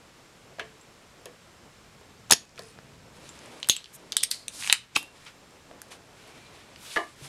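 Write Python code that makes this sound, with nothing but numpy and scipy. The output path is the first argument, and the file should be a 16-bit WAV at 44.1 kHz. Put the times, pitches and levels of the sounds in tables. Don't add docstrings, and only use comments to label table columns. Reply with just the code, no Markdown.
import sys
import numpy as np
from scipy import signal
from scipy.fft import rfft, irfft
from scipy.io import wavfile
from scipy.ndimage import uniform_filter1d

SR = 44100
rng = np.random.default_rng(int(sys.argv[2]) if len(sys.argv) > 2 else 0)


def boost(x):
    u = np.asarray(x, float) / 20
    return 10 ** u


def file_out(sig):
    cols = np.atleast_2d(sig).T
    lim = np.clip(cols, -1, 1)
    pcm = np.round(lim * 32767).astype(np.int16)
    wavfile.write(sys.argv[1], SR, pcm)


N = 321048


def unit(x):
    return x / np.sqrt(np.mean(x ** 2) + 1e-20)


def band(x, lo_hz, hi_hz, order=2):
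    return signal.sosfilt(signal.butter(order, [lo_hz, min(hi_hz, .45 * SR)], "band", fs=SR, output="sos"), x)


def at_hz(points, hz):
    points = np.array(points)
    return np.interp(np.log(hz), np.log(points[:, 0]), points[:, 1])


def coloured(spectrum):
    hz = np.maximum(np.fft.rfftfreq(N, 1 / SR), 1)
    return unit(irfft(rfft(rng.standard_normal(N)) * boost(at_hz(spectrum, hz)), N))


def flicker(rate, depth_db):
    steps = rng.standard_normal(400)
    return boost(depth_db * np.interp(np.arange(N) / SR * rate % 399, np.arange(400), steps))


def add(out, s, x):
    i = round(s * SR)
    out[i:i + len(x)] += x[:N - i]


def crack(noise, lo_hz, hi_hz, t60):
    t = np.arange(len(noise)) / SR
    x = band(noise * boost(-60 * t / t60), lo_hz, hi_hz)
    return x / np.abs(x).max()


def swell(start, fullest, end, db):
    edge_db, bend = -18, 1.73
    out, t = np.zeros(N), np.arange(start, end, 1 / SR)
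    away = np.interp(t, [start, fullest, end], [1, 0, 1])
    add(out, start, boost(db + edge_db * away ** bend) * np.minimum(10 * (1 - away), 1))
    return out


# pitch_hz, density_db
HUM_SPECTRUM = [(12, -33.5), (20, -9.5), (138, -1), (270, -8), (388, -10), (472, -7), (590, -14),
                (642, -17), (1060, -9.5), (2460, -12.5), (6910, -19), (7520, -19), (13200, -33),
                (16000, -48)]
# pitch_hz, level_db
WHISTLES = [(5351, -83.5), (7472, -84.5), (10713, -94), (12700, -93.5)]
# time_s, level_db
HANDLING = [(0, -57.5), (.6, -59), (1.2, -56.5), (1.9, -60), (2.6, -56.5), (2.72, -63.5), (2.8, -56),
            (3.55, -52), (3.88, -60), (4.03, -53.5), (4.58, -57), (4.72, -77.5), (4.95, -54), (5.3, -59),
            (5.86, -54), (6.1, -56.5), (7.16, -56), (7.28, -53)]
# start_s, fullest_s, end_s, level_db
ARM_LEANS = [
    (.3, 0.632, 0.81, -60),
    (1.1, 1.6, 2.3, -64.5),
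    (1.905, 2.25, 3.3, -56.5),
    (2.552, 3.003, 3.8, -56),
    (4.35, 4.586, 5, -58.5),
    (4.75, 4.95, 5.6, -73),
    (6.001, 6.8, 6.9, -59.5),
]


def background():
    t = np.arange(N) / SR
    unsteady = flicker(rate=60, depth_db=3)
    whistle = unsteady * sum(boost(db + 8.5) * np.sin(2 * np.pi * hz * t) for hz, db in WHISTLES)
    rustle = unit(band(rng.standard_normal(N), 180, 815)) * flicker(rate=21, depth_db=2.5)
    deep = unit(band(rng.standard_normal(N), 59.8, 205)) * flicker(rate=9, depth_db=-1)
    handling = boost(np.interp(t, *np.transpose(HANDLING)))
    leaning = boost(-76) + sum(swell(*row) for row in ARM_LEANS)
    hiss = boost(-71.5) * rng.standard_normal(N)
    return boost(-56) * coloured(HUM_SPECTRUM) + hiss + whistle + boost(-2.5) * (handling * rustle + leaning * deep)


# start_s, peak_db, body_hz, bright_db, wood_db (last two relative)
TOOL_KNOCKS = [(0.585, -30.5, 680, -25, -11), (0.595, -18.5, 1550, -49, -15),
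               (1.257, -31.5, 510, 3.5, -10.5), (2.011, -41, 460, -5, -10), (2.3065, -8.5, 860.2, -20, -28),
               (2.322, -12, 1500, -22, -24), (2.583, -31.5, 1470, -20, -13), (4.7262, -21, 1000, -29, -34),
               (2.594, -31, 620, -25, -14.5), (5.915, -37, 1000, -12, -14), (6.964, -13, 1100, -36.5, -11),
               (6.971, -11, 1690, -40, -13), (7.21, -40.5, 340, -14, -19)]
# start_s, peak_db, body_hz, bright_db (relative), t60_s
LIGHT_TAPS = [
    (.5958, -21, 2600, -14, .07),
    (1.2575, -35, 3000, -4, .04),
    (2.7885, -42, 1500, -15, .006),
    (4.965, -28, 300, -30, .03),
    (5.7128, -40, 700, -25, .008),
    (6.9608, -15, 1700, -22, .015),
]
# pitch_hz, width_hz, level_db
BENCH_MODES = [(388, 91, -9), (657, 130, -6), (1063, 160, -5.5), (1790, 230, -5.5), (2238, 280, -16),
               (2800, 2100, -8)]


def knocks():
    out = np.zeros(N)
    blows = [(*row, .02) for row in TOOL_KNOCKS]
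    blows += [(*row[:4], -39, row[4]) for row in LIGHT_TAPS]
    for s, peak_db, hz, bright_db, wood_db, t60 in blows:
        noise, luck = rng.standard_normal((4, 8000)), rng.standard_normal(12)
        blow = boost(-10) * crack(noise[0], 230, 3200, t60)
        blow = blow + boost(-5.5) * crack(noise[1], hz / 1.243, hz * 1.23, t60)
        blow = blow + boost(bright_db) * crack(noise[2], 3013, 11000, t60=.0052)
        rattle = 0
        for k, (f, width, db) in enumerate(BENCH_MODES):
            rattle = rattle + boost(db + .53 * luck[k]) * crack(noise[3], f - width / 2, f + width / 2, t60=.19)
        add(out, s, boost(peak_db) * (blow + boost(wood_db) * rattle))
    return out


# start_s, fullest_s, end_s, level_db, low_hz, high_hz
NOISE_SWELLS = [(3.926, 3.953, 3.971, -45, 6000, 13600), (2.63, 2.69, 2.74, -66, 7500, 9900),
                (6.85, 6.93, 6.98, -46, 2400, 4900), (6.77, 6.85, 7.02, -55, 5000, 15000),
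                (.59, .62, .74, -54, 1400, 3000), (2.4, 2.48, 2.58, -60, 1500, 7500),
                (4.49, 4.58, 4.66, -59, 230, 380), (7.17, 7.25, 7.33, -60, 7000, 15000),
                (4.949, 4.96, 4.972, -30, 2000, 7400), (4.303, 4.312, 4.316, -34, 7000, 13500),
                (6.78, 6.88, 6.97, -54, 1800, 7000), (6.19, 6.22, 6.28, -62, 1900, 3000)]
# start_s, fullest_s, end_s, level_db, pitch_hz
DRAG_SQUEAKS = [
    (2.573, 2.647, 3, -65.5, 2500),
    (2.576, 2.66, 2.76, -66, 5100),
    (2.6, 2.68, 2.75, -68, 4400),
    (2.6, 2.67, 2.74, -68, 9600),
    (6.25, 6.48, 6.65, -61, 2360),
    (6.42, 6.48, 6.54, -64, 4020),
]


def squeaks():
    noise = rng.standard_normal(N) * flicker(rate=45, depth_db=2)
    out = sum(swell(*row) * unit(band(noise, lo_hz, hi_hz, order=3)) for *row, lo_hz, hi_hz in NOISE_SWELLS)
    for *row, hz in DRAG_SQUEAKS:
        out = out + swell(*row) * unit(band(noise, hz - 55, hz + 55))
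    return out


# start_s, pitch_hz, width_hz,
# peak_db, t60_s
STRUCK_PARTS = [(.596, 440, 31.48, -46.5, 0.44), (1.257, 490, 65.74, -47.5, 0.25),
                (2.322, 6590, 110, -10, 0.06), (2.322, 4900, 700, -28, 0.16),
                (2.324, 10380, 442, -12, 0.036), (2.33, 2510, 110, -62, 0.31), (2.589, 445, 90, -47, 0.52),
                (2.42, 2540, 110, -60, 0.5), (3.291, 7340, 280.8, -49.5, 0.13),
                (3.697, 6470, 162, -19, 0.11), (3.698, 3550, 1400, -22, 0.22),
                (3.764, 7730, 149, -35.5, 0.075), (4.168, 3870, 1188, -31.5, 0.34),
                (4.314, 8040, 4320, -37.5, 0.29), (4.728, 1673, 1111, -31, 0.16),
                (4.728, 4670, 1500, -32, 0.17), (4.313, 4480, 905, -35, 0.33), (4.314, 2600, 2000, -39, .2),
                (4.236, 5200, 900, -32, .1), (.812, 7600, 400, -52.5, 0.067),
                (4.964, 1180, 596, -22, 0.042), (7.223, 139, 23.9, -41, 0.22),
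                (4.964, 2740, 60, -34, .3),
    (6.968, 1730, 90, -29, .2),
    (6.972, 1186, 28, -29, .25),
    (6.962, 2930, 60, -38, .22),
    (6.966, 560, 200, -33, .16),
                (2.335, 6650, 200, -35, 0.23), (2.31, 9900, 2400, -30, 0.19), (4.736, 3000, 120, -41, 0.28),
               (4.729, 8000, 3300, -29, 0.088), (3.698, 9800, 5000, -27, 0.13),
               (6.962, 1700, 32, -29.5, 0.18), (6.962, 1060, 82, -29, 0.066), (6.963, 1810, 60, -36, 0.25),
               (4.966, 3600, 400, -39, .2), (4.966, 5200, 900, -38, .17), (4.966, 9000, 5000, -37, .2),
               (6.965, 840, 120, -36, .2), (6.965, 330, 100, -36, .25), (6.965, 2120, 90, -40, .25),
               (2.31, 10200, 500, -17, .06), (2.31, 6900, 500, -14, .02), (2.2985, 2500, 3000, -42, .04)]


def rings():
    out, t = np.zeros(N), np.arange(SR // 3) / SR
    for s, hz, width, peak_db, t60 in STRUCK_PARTS:
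        blurred = unit(band(rng.standard_normal(SR), hz - width / 2, hz + width / 2)[-len(t):])
        blur = min(width / 140, 1)
        pure = 1.4 * np.exp(-width / 200) * np.sin(2 * np.pi * hz * t)
        add(out, s, boost(peak_db - 60 * t / t60) * (blur * blurred + pure))
    return out


# start_s, peak_db, barrel_hz, cap_hz, cap_db (relative)
LATCH_CLICKS = [(2.592, -28, 4417, 8100, -14), (3.6287, -17.5, 3570, 6400, -31),
                (3.6444, -29, 3260, 6450, -24), (3.7644, -22, 3040, 7550, -1),
                (3.8423, -27.5, 3650, 6300, -34), (3.8574, -32, 3180, 6230, -35),
                (4.121, -17, 3710, 6160, -14), (4.127, -21, 3400, 6240, -17.5),
                (4.207, -26, 3560, 8000, -14.5), (4.219, -35, 4000, 8950, -8), (4.2296, -29, 3500, 9500, 1),
                (4.2319, -21, 2300, 9000, 2.5), (4.247, -23, 5100, 6500, -10), (4.311, -28, 4500, 8450, -1)]
# start_s, peak_db, barrel_hz, cap_hz, cap_db (relative)
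FIRING_CLICKS = [
    (2.2972, -24, 4000, 6000, -6),
    (2.3098, -10, 4200, 8700, 8),
    (2.3214, -9, 1700, 6600, 0),
    (2.3229, -6, 5000, 10200, 5),
    (2.3337, -16, 4800, 10500, 0),
]
# start_s, peak_db, barrel_hz, cap_db (relative)
SPRING_CATCHES = [(2.5778, -33, 2800, -21), (4.6241, -26, 2540, -22), (4.6353, -25, 2650, -27),
                  (4.644, -22.5, 2770, -22), (4.6634, -24, 2500, -8), (4.6741, -16, 2640, -9.5),
                  (4.743, -21, 2600, -16), (4.9513, -30, 3600, -17), (4.955, -31, 2960, -15),
                  (4.9585, -20, 2800, -22), (4.962, -8, 2800, -22), (5.2669, -39, 2990, -15),
                  (6.76, -35, 2900, -22)]
# start_s, peak_db, barrel_hz, cap_hz
LOOSE_TICKS = [(.8114, -54, 6940, 7300), (2.433, -52.5, 5100, 7040), (2.451, -47, 5000, 7500),
               (2.4927, -48, 5500, 6740), (2.507, -57, 5020, 6860), (2.558, -48, 3000, 6090),
               (2.6206, -46, 5000, 6800), (2.6337, -46, 5000, 6800), (3.2907, -38.5, 4100, 7200),
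               (3.39, -42, 5200, 6040), (3.4586, -44, 2310, 7800), (3.562, -53, 4000, 9040),
               (3.6006, -41, 2600, 8260), (3.6724, -41, 8500, 12100), (5.0282, -36, 9000, 10300),
               (5.251, -46, 5240, 7980), (5.508, -53, 4940, 7000), (5.8169, -33, 5900, 9500)]
# start_s, peak_db, direction
PISTON_PUSHES = [
    (2.3227, -10.5, 1),
    (2.788, -34, -1),
    (3.697, -18.5, 1),
    (4.729, -37, 1),
    (4.964, -22.5, 1),
]


def contacts():
    rows = [(*row, -19) for row in LATCH_CLICKS] + [(*row, -13.5) for row in FIRING_CLICKS]
    rows += [(s, db, hz, 7500, cap_db, -15.5) for s, db, hz, cap_db in SPRING_CATCHES]
    rows += [(*row, 1, -4) for row in LOOSE_TICKS]
    return rows


def pump_clicks():
    out = np.zeros(N)
    for s, peak_db, barrel_hz, cap_hz, cap_db, grip_db in contacts():
        noise = rng.standard_normal((7, 4000))
        barrel = boost(-2.5) * crack(noise[0], barrel_hz / 1.192, barrel_hz * 1.05, t60=.0038)
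        barrel = barrel + crack(noise[1], barrel_hz / 1.45, barrel_hz * 1.8, t60=.0045)
        barrel = barrel + boost(-12.5) * crack(noise[2], barrel_hz / 1.38, barrel_hz * 1.4, t60=.05)
        cap = boost(-6) * crack(noise[3], cap_hz / 1.1, cap_hz * 1.1, t60=.008)
        cap = cap + crack(noise[4], cap_hz / 1.35, cap_hz * 1.3, t60=.005)
        cap = cap + boost(-22) * crack(noise[5], 5510, 8800, t60=.038)
        grip = crack(noise[6], 800, 2085, t60=.0075)
        add(out, s + .0005, boost(peak_db) * (boost(-1) * barrel + boost(cap_db + 2.5) * cap + boost(grip_db) * grip))
    for s, peak_db, way in PISTON_PUSHES:
        add(out, s, np.sign(way) * boost(peak_db) * crack(np.ones(4000), 70, 1100, t60=.0014))
    return out


# pitch_hz, density_db
NOZZLE_SPECTRUM = [(120, -40), (200, -2.5), (1940, -13), (3900, -1.5), (4430, -9.5), (5330, 1.5),
                   (5940, -11.5), (6640, -4.5), (7140, -12), (10300, -8), (16000, -46)]


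def suction():
    start_s, shut_s, rise_s = 2.3105, 2.338, .002
    leak_db, leak_t60_s = -21, .025
    t = np.arange(N) / SR
    gusts = flicker(rate=300, depth_db=2)
    rush_db = 60 * np.minimum((t - start_s) / rise_s, 0)
    flow_db = np.where(t < shut_s, rush_db, leak_db - 60 * (t - shut_s) / leak_t60_s)
    return boost(-15.5) * boost(np.maximum(flow_db, -200)) * coloured(NOZZLE_SPECTRUM) * gusts


# start_s, peak_db, low_hz, high_hz, t60_s
SMALL_TICKS = [(2.3216, 1, 900, 5600, .007), (2.3337, 1, 3200, 6200, .005),
               (4.1212, -24, 6000, 12500, .005), (2.568, -47, 5000, 10500, .01),
               (2.604, -48, 4500, 9000, .012), (2.6215, -49, 9200, 10200, .012),
               (2.6345, -48, 9200, 10200, .012), (2.654, -49, 6000, 10000, .01),
               (2.671, -51, 9000, 10200, .012), (2.686, -47, 5500, 10000, .01),
               (2.700, -49, 7800, 10200, .012), (2.706, -49, 7800, 10200, .012),
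               (2.713, -50, 5000, 9000, .012), (2.725, -48, 5000, 10200, .01),
               (2.788, -38, 700, 2500, .006), (4.957, -27, 6500, 8500, .01),
               (4.970, -36, 9500, 13500, .008), (4.9742, -24, 9500, 12200, .012),
               (4.9775, -32, 9500, 12200, .008), (4.982, -37, 9500, 12500, .008),
               (4.986, -37, 9500, 13500, .008), (4.991, -35, 9500, 12000, .014),
               (4.997, -40, 9000, 12500, .008), (5.036, -50, 9500, 10800, .012),
               (5.7125, -33, 150, 1450, .012), (5.884, -48, 3000, 9500, .03),
               (6.274, -52, 8000, 14000, .05)]


def tinks():
    out = np.zeros(N)
    for s, peak_db, lo_hz, hi_hz, t60 in SMALL_TICKS:
        add(out, s, boost(peak_db) * crack(rng.standard_normal(3000), lo_hz, hi_hz, t60))
    return out


# start_s, fullest_s, end_s, scrape_db, hiss_db (relative)
RUBBING_STROKES = [(2.555, 2.6, 2.75, -63, 3), (3.097, 3.253, 3.41, -56, -3),
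                   (3.295, 3.447, 3.605, -54.5, -6.5), (3.45, 3.634, 4.3, -58, -3),
                   (4.737, 4.844, 5.24, -58, -10), (4.507, 4.554, 4.81, -56, 13),
                   (4.576, 4.725, 4.73, -40.5, 1), (5.095, 5.206, 5.36, -59, -5),
                   (5.257, 5.268, 5.34, -50.5, -18), (5.9, 5.925, 5.975, -48, -2),
                   (6.082, 6.27, 6.64, -56, -8.5), (6.343, 6.618, 7.05, -58, -8.5),
                   (6.76, 6.83, 6.92, -56, 3), (6.84, 6.945, 7.06, -52, 6), (7.0, 7.1, 7.22, -60, 0),
                   (7.154, 7.27, 7.45, -51, 0)]


def slides():
    slips = rng.random(N) < 900 / SR
    grain = boost(3.5 * np.minimum(rng.exponential(1, N), 4)) * slips
    rub = rng.standard_normal((2, N)) * (1 + .85 * grain) * flicker(rate=36, depth_db=2)
    scrape = unit(band(rub[0], 950, 4060) + .27 * band(rub[0], 2130, 2550))
    hiss = unit(band(rub[1], 3360, 10400, order=3))
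    return sum(swell(*row) * (scrape + boost(hiss_db) * hiss) for *row, hiss_db in RUBBING_STROKES)


# start_s, peak_db, rattle_db, crack_db (last two relative)
LOUD_SNAPS = [
    (3.6876, -10, -17, 7),
    (3.6966, 2.5, -18, 0),
    (4.1675, -0.5, -19, 0),
    (4.235, -0.5, -16.5, 0),
    (4.3133, -7, -15, 4),
    (4.4814, -14.5, -21, 5),
    (4.6981, -5, -15, -11),
    (4.7262, 5, -24.5, 4),
    (4.9606, -6, -26, -14),
    (4.9636, -3, -20, 0),
]
# pitch_hz, width_hz, level_db
SNAP_MODES = [
    [(1230, 250, -13), (3440, 270, -17), (5030, 280, -15), (8400, 700, 0), (11100, 800, -1)],
    [(2900, 500, -5), (3800, 500, 0), (5450, 300, -14), (6430, 270, -3), (7360, 440, -8), (9140, 240, -12),
     (11000, 250, -15)],
    [(3440, 520, 0), (5130, 800, -5), (6160, 310, -9), (7310, 360, -9), (8160, 630, -1), (9260, 420, -6),
     (10500, 530, -5), (11700, 260, -14)],
    [(2370, 300, -9), (3480, 430, -4), (5110, 380, -2), (6370, 460, -4), (8480, 410, -1), (8980, 420, -1),
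     (10400, 320, -8), (11900, 280, -8)],
    [(1900, 300, -17), (2900, 500, -13), (3850, 230, -1), (4610, 280, 0), (5820, 480, -3), (7320, 250, -8),
     (8290, 370, -5), (9420, 460, -1), (10500, 320, -9), (12100, 280, -10)],
    [(2760, 270, -5), (3770, 270, 0), (6180, 620, -2), (7180, 380, -4), (8370, 700, 0), (9110, 430, -5),
     (10400, 320, -5), (12600, 320, -18)],
    [(1000, 230, -16), (1900, 400, -8), (2770, 430, 0), (3870, 270, 0), (4720, 470, -9), (6000, 400, -20)],
    [(1700, 600, -4), (2810, 310, 0), (3870, 400, 0), (4900, 450, -5), (6200, 500, -10), (7370, 500, -3),
     (8970, 600, -1), (10200, 500, -7), (11300, 500, -16)],
    [(2750, 300, 0), (3900, 400, -12)],
    [(1100, 500, -2), (2000, 500, -4), (3000, 500, -4), (4000, 500, -3), (5200, 500, -8), (6500, 500, -9),
     (8000, 500, -7), (10000, 500, -12)],
]


def snaps():
    contact_s, scatter_s = .0022, .0004
    out, t = np.zeros(N), np.arange(6000) / SR
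    for (s, peak_db, rattle_db, crack_db), parts in zip(LOUD_SNAPS, SNAP_MODES):
        strike, rattle = 0, 0
        for hz, width, db in parts:
            late = np.maximum(t - scatter_s * rng.random(), 0)
            noise = rng.standard_normal(len(t))
            driven = np.sin(np.pi * np.minimum(late / contact_s, 1) ** .48) ** 2
            ringing = boost(-11) * np.minimum(2 * late / contact_s, 1) * np.exp(-np.pi * width * late)
            strike = strike + boost(db) * (driven + ringing) * np.sin(2 * np.pi * hz * late)
            rattle = rattle + boost(db) * crack(noise, hz - width, hz + width, t60=.05)
        sharp = boost(-11 + crack_db) * crack(rng.standard_normal(len(t)), 1000, 12500, t60=.004)
        body = (strike + boost(rattle_db + 6.5) * rattle) / np.abs(strike).max()
        add(out, s, boost(peak_db) * (body + sharp))
    return out


# pitch_hz, t60_s
ROOM_DECAY = [(100, 0.33), (500, 0.1394), (2500, 0.17), (5000, 0.24), (10000, 0.088), (16000, 0.085)]


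def room(x):
    t, tail = np.arange(SR // 2) / SR, 0
    edges = 80 * 2 ** np.arange(8.5)
    for lo, hi in zip(edges, edges[1:]):
        decay = boost(-60 * t / at_hz(ROOM_DECAY, np.sqrt(lo * hi)))
        tail = tail + band(rng.standard_normal(len(t)), lo, hi) * decay
    tail = tail * (t > .002)
    return signal.fftconvolve(x, tail / np.sqrt(np.sum(tail ** 2)))[:N]


def scene():
    blows = pump_clicks() + knocks() + snaps() + tinks()
    held = rings() + suction()
    reflections = boost(-13.5) * room(blows + boost(-10.5) * held)
    return (blows + held + reflections + slides() + squeaks() + background())[None]


def band_limit(x):
    return signal.sosfilt(signal.butter(12, 16430, fs=SR, output="sos"), x)


def record(dry):
    t = np.arange(N) / SR
    level_db = 10 * np.log10(uniform_filter1d(dry[0] ** 2, size=441) + 1e-12)
    wanted_db = .44 * np.maximum(level_db + 25, 0)
    release = 67
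    hold = round(.12 * SR)
    kept_db = np.maximum(wanted_db, np.roll(wanted_db, hold))
    held_db = np.maximum.accumulate(kept_db + release * t) - release * t
    r = np.exp(-1 / (.026 * SR))
    cut_db = signal.lfilter([1 - r], [1, -r], held_db)
    capsule = signal.butter(4, 13800, fs=SR, output="sos")
    mix = np.clip(signal.sosfilt(capsule, dry) * boost(-cut_db), -1, 1)
    return band_limit(mix)


dry = scene()
out = record(dry)
file_out(out)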